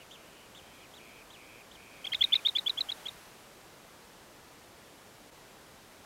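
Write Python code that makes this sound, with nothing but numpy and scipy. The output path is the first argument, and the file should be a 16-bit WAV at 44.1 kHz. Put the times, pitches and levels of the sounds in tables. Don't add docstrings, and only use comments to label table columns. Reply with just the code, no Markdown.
import sys
import numpy as np
from scipy import signal
from scipy.fft import rfft, irfft
from scipy.io import wavfile
from scipy.ndimage import uniform_filter1d

SR = 44100
rng = np.random.default_rng(int(sys.argv[2]) if len(sys.argv) > 2 else 0)


def output_pcm(signal):
    pcm = np.clip(np.atleast_2d(signal).T, -1, 1) * 32767
    wavfile.write(sys.argv[1], SR, np.round(pcm).astype(np.int16))


N = 266805
TIME = np.arange(N) / SR

# f/Hz, relative level/dB
AIR_COLOUR = [(15, -41), (25, -5.5), (96, -2.5), (140, -2), (173, -1), (209, -2), (274, -2), (305, -1),
              (614, -2), (782, -3.5), (970, -4.5), (3090, -11.5), (7500, -16.5), (13500, -21), (15500, -27)]
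# f/Hz, final level/dB
SOFT_PHRASES = [(-.3, .026, 3600, -52, 220, 3000, -54), (.108, .464, 3700, -50.5, 220, 2980, -58.5),
                (.547, .847, 3760, -50.5, 200, 3215, -58.5), (.936, 1.214, 4000, -51, 50, 3215, -60),
                (1.302, 1.61, 4000, -52, 40, 3190, -63), (1.712, 2.084, 4090, -52.5, 40, 3230, -63.5),
                (2.154, 2.386, 3950, -49.5, 40, 3170, -64)]
# t/s, level/dB
TRILL_LEVELS = [(0, -60), (.2, -62), (.6, -64), (.8, -56), (1.3, -52.7), (2.1, -53.5), (2.39, -45)]
# start t/s, rise length t/s, rise attack t/s, pause between whistles t/s, fall length t/s,
# rise end f/Hz, fall start f/Hz, rise level/dB, fall level/dB, cracks against whistles level/dB
LOUD_CALLS = [(2.0423, .0129, 0.0089, 0.014, .011, 3300, 3570, -33, -34, -6.5),
              (2.119, .0151, .018, 0.013, 0.0094, 3300, 3900, -24, -26.5, -5.5),
              (2.2078, .0180, .009, 0.014, 0.012, 3520, 4030, -19.7, -20.5, -13.5),
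              (2.321, 0.021, .012, .0128, 0.013, 3570, 4030, -19, -22, -13),
              (2.4494, 0.023, .015, 0.012, 0.015, 3750, 4050, -20.5, -27.5, -17),
              (2.5507, 0.021, 0.0095, 0.013, 0.013, 3530, 4110, -25, -27.5, -11.5),
              (2.6608, .0205, .008, .0141, 0.012, 3500, 4120, -25.6, -25.6, -17),
              (2.7718, 0.021, 0.0098, .0147, .0124, 3480, 4230, -31, -25.6, -18),
              (2.8865, .0181, .012, 0.014, 0.0093, 3396, 4140, -30.5, -31, -16),
              (3.055, 0.016, .011, 0.013, .0117, 3385, 3990, -33, -36.2, -13.5)]
# f/Hz, relative level/dB
HISS_COLOUR = [(200, -12), (600, 0), (1200, 0), (2500, -4), (5000, -9), (10000, -11.5), (13000, -13.5),
               (15500, -20)]
# f/Hz, relative level/dB
WING_COLOUR = [(20, -12), (50, 1), (95, 3), (180, -5), (400, -37), (1500, -57)]


def undb(db):
    return 10 ** (np.asarray(db) / 20)


def add(out, start, sound):
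    i = int(start * SR)
    sound, i = sound[max(-i, 0):], max(i, 0)
    out[i:i + len(sound)] += sound[:N - i]


def progress(length):
    return np.linspace(0, 1, max(int(length * SR), 8))


def bend(u, first, middle, last):
    return first + (4 * middle - 3 * first - last) * u + 2 * (first + last - 2 * middle) * u ** 2


def edges(u, fade_in, fade_out):
    return np.sin(np.pi / 2 * np.clip(np.minimum(u / fade_in, (1 - u) / fade_out), 0, 1)) ** 2


def wobble(size, rate_hz):
    at = np.arange(size) * rate_hz / SR
    points = rng.standard_normal(int(at[-1]) + 2)
    return np.interp(at, np.arange(len(points)), points)


def noise(colour):
    hz, db = np.transpose(colour)
    bin_hz = np.maximum(np.arange(N // 2 + 1) * SR / N, 1)
    gain = undb(np.interp(np.log(bin_hz), np.log(hz), db))
    shaped = irfft(rfft(rng.standard_normal(N)) * gain, N)
    return shaped / shaped.std()


def open_air(db=-54.5):
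    return noise(AIR_COLOUR) * undb(db + .052 * wobble(N, 7.4))


def tone(hz, octave_db):
    phase = 2 * np.pi * (np.cumsum(hz) / SR + rng.random())
    return np.sqrt(2) * (np.sin(phase) + undb(octave_db) * np.sin(2 * phase))


def trills(arch_s, pulse_hz=120, low_hz=2400, sweep_hz=650, growth_db=6):
    out = np.zeros(N)
    for start, end, *_, upper_hz, upper_db in SOFT_PHRASES:
        length = end - start - arch_s
        u = progress(length)
        db = np.interp(start + arch_s + u * length, *np.transpose(TRILL_LEVELS))
        cycle = np.cumsum(pulse_hz * (1 + .07 * wobble(len(u), 90))) / SR % 1
        pulse = np.sin(np.pi * cycle) ** 2
        chirp_hz = low_hz + sweep_hz * (.5 - cycle) + 90 * wobble(len(u), 200)
        chirps = undb(db) * pulse ** 2 * tone(chirp_hz, octave_db=-26)
        slide_hz = 420 * np.exp((u - 1) * length / .009)
        upper = tone(upper_hz - slide_hz + 150 * wobble(len(u), 400), octave_db=-26)
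        upper *= (1 - pulse) * undb(upper_db + growth_db * (u - 1))
        unevenness = undb(1.5 * wobble(len(u), 110))
        add(out, start + arch_s, unevenness * (chirps + upper))
        add(out, end, slur(db[-1] - 1.5))
    return out


def slur(db):
    u = progress(.0153)
    return undb(db) * tone(bend(u, 2520, 2460, 1980), octave_db=-25) * edges(u, .24, .33)


def arches(length, foot_hz=2980, droop_hz=220, thin_db_per_khz=-16.5, fade_db=-4.5):
    out = np.zeros(N)
    u = progress(length)
    arch = np.sin(np.pi * u ** .78) ** 1.7
    for start, _, top_hz, db, flutter_hz, *_ in SOFT_PHRASES:
        flutter = flutter_hz * np.sin(2 * np.pi * flutter_hz * length * u)
        hz = foot_hz + (top_hz - foot_hz) * arch - droop_hz * u ** 4 + flutter
        thinning_db = thin_db_per_khz * np.maximum(hz - 3430, 0) / 1000
        grain = undb(2.2 * wobble(len(u), 330))
        gain = undb(db + thinning_db + fade_db * u) * grain * edges(u, .053, .064)
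        add(out, start, gain * tone(hz + 60 * wobble(len(u), 860), octave_db=-13))
    return out


def bank_echoes(calls, sand=(-24, .022), grass=(-27.5, .11), land=(-37, .7)):
    t = TIME[:SR]
    out = calls.copy()
    for db, fade_s in (sand, grass, land):
        decay = undb(-60 * t / fade_s) * (t > .002)
        echo = rng.standard_normal(SR) * decay
        out += undb(db) * signal.fftconvolve(calls, echo / np.linalg.norm(echo))[:N]
    return out


def whistle(length, pitches, db):
    u = progress(length)
    hz = bend(u, *pitches) * (1 + .0071 * wobble(len(u), 780))
    return np.array([hz, undb(db + .45 * wobble(len(u), 290))])


def crack(length, pitches, levels):
    u = progress(length)
    hz = bend(u, *pitches) * (1 + .075 * wobble(len(u), 1800))
    return np.array([hz, undb(bend(u, *levels) + 1.3 * wobble(len(u), 1800))])


def voice_jump(first, second, octaves_db, dip_db=-4.5, dip_s=.0008, fade_s=.0014):
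    sizes = [first.shape[1], second.shape[1]]
    curves = np.vstack([np.hstack([first, second]), np.repeat(octaves_db, sizes)])
    hz, gain, octave_db = uniform_filter1d(curves, size=34, axis=1)
    from_jump_s = (np.arange(len(hz)) - sizes[0]) / SR
    falter = undb(dip_db * np.exp(-(from_jump_s / dip_s) ** 2))
    fade = fade_s * SR / len(hz)
    return tone(hz, octave_db) * gain * falter * edges(np.linspace(0, 1, len(hz)), fade, fade)


def rise(length, attack_s, top_hz, db, crack_db, from_hz=2934, onset_db=-13.5):
    middle_hz = from_hz + .73 * (top_hz - from_hz)
    shape_db = onset_db * np.maximum(1 - progress(length) * length / attack_s, 0)
    high = whistle(length, (from_hz, middle_hz, top_hz), db + shape_db)
    low = crack(.007, (2250, 2150, 2220), db + crack_db + np.array([1, -5, -17]))
    return voice_jump(high, low, octaves_db=(-57 - db, -7))


def fall(length, top_hz, db, crack_db, crack_s, onset_db=1.5, end_db=-9):
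    low = crack(crack_s, (2280, 2450, 3100), db + crack_db + np.array([-8, 3, -4]))
    u = progress(length)
    shape_db = np.where(u < .5, onset_db, end_db) * (2 * u - 1) ** 2
    high = whistle(length, (top_hz, top_hz - 275, top_hz - 490), db + shape_db)
    return voice_jump(low, high, octaves_db=(-14, -61 - db))


def burst(crack_s=.0031):
    out = np.zeros(N)
    for start, rise_s, attack_s, pause_s, fall_s, rise_hz, fall_hz, rise_db, fall_db, crack_db in LOUD_CALLS:
        add(out, start, rise(rise_s, attack_s, rise_hz, rise_db, crack_db))
        add(out, start + rise_s + pause_s - crack_s, fall(fall_s, fall_hz, fall_db, crack_db, crack_s))
    return out


def swell(start, end, up_db_per_s, down_db_per_s):
    return undb(-up_db_per_s * np.maximum(start - TIME, 0) - down_db_per_s * np.maximum(TIME - end, 0))


def hiss(db=-54.2):
    return noise(HISS_COLOUR) * undb(db) * swell(2.08, 3.08, up_db_per_s=110, down_db_per_s=24.5)


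def wing_puff(at_s=2.22, db=-60):
    return noise(WING_COLOUR) * undb(db) * swell(at_s, at_s, up_db_per_s=170, down_db_per_s=260)


def scene(arch_s=.057):
    calls = burst() + arches(arch_s) + trills(arch_s)
    mix = bank_echoes(calls) + open_air() + wing_puff() + hiss()
    dip = np.interp(TIME, [5.295, 5.31, 5.325], [1, .4, 1])
    return (dip * mix)[None]


def record(dry, mirror_hz=16000, mirror_db=-35, top_hz=15800):
    whistles = signal.sosfilt(signal.butter(2, [2800, 4300], "band", fs=SR, output="sos"), dry)
    mirror = 2 * np.cos(2 * np.pi * mirror_hz * TIME) * whistles
    top_cut = signal.ellip(10, .2, 70, top_hz, fs=SR, output="sos")
    return signal.sosfilt(top_cut, dry + undb(mirror_db) * mirror)


dry = scene()
out = record(dry)
output_pcm(out)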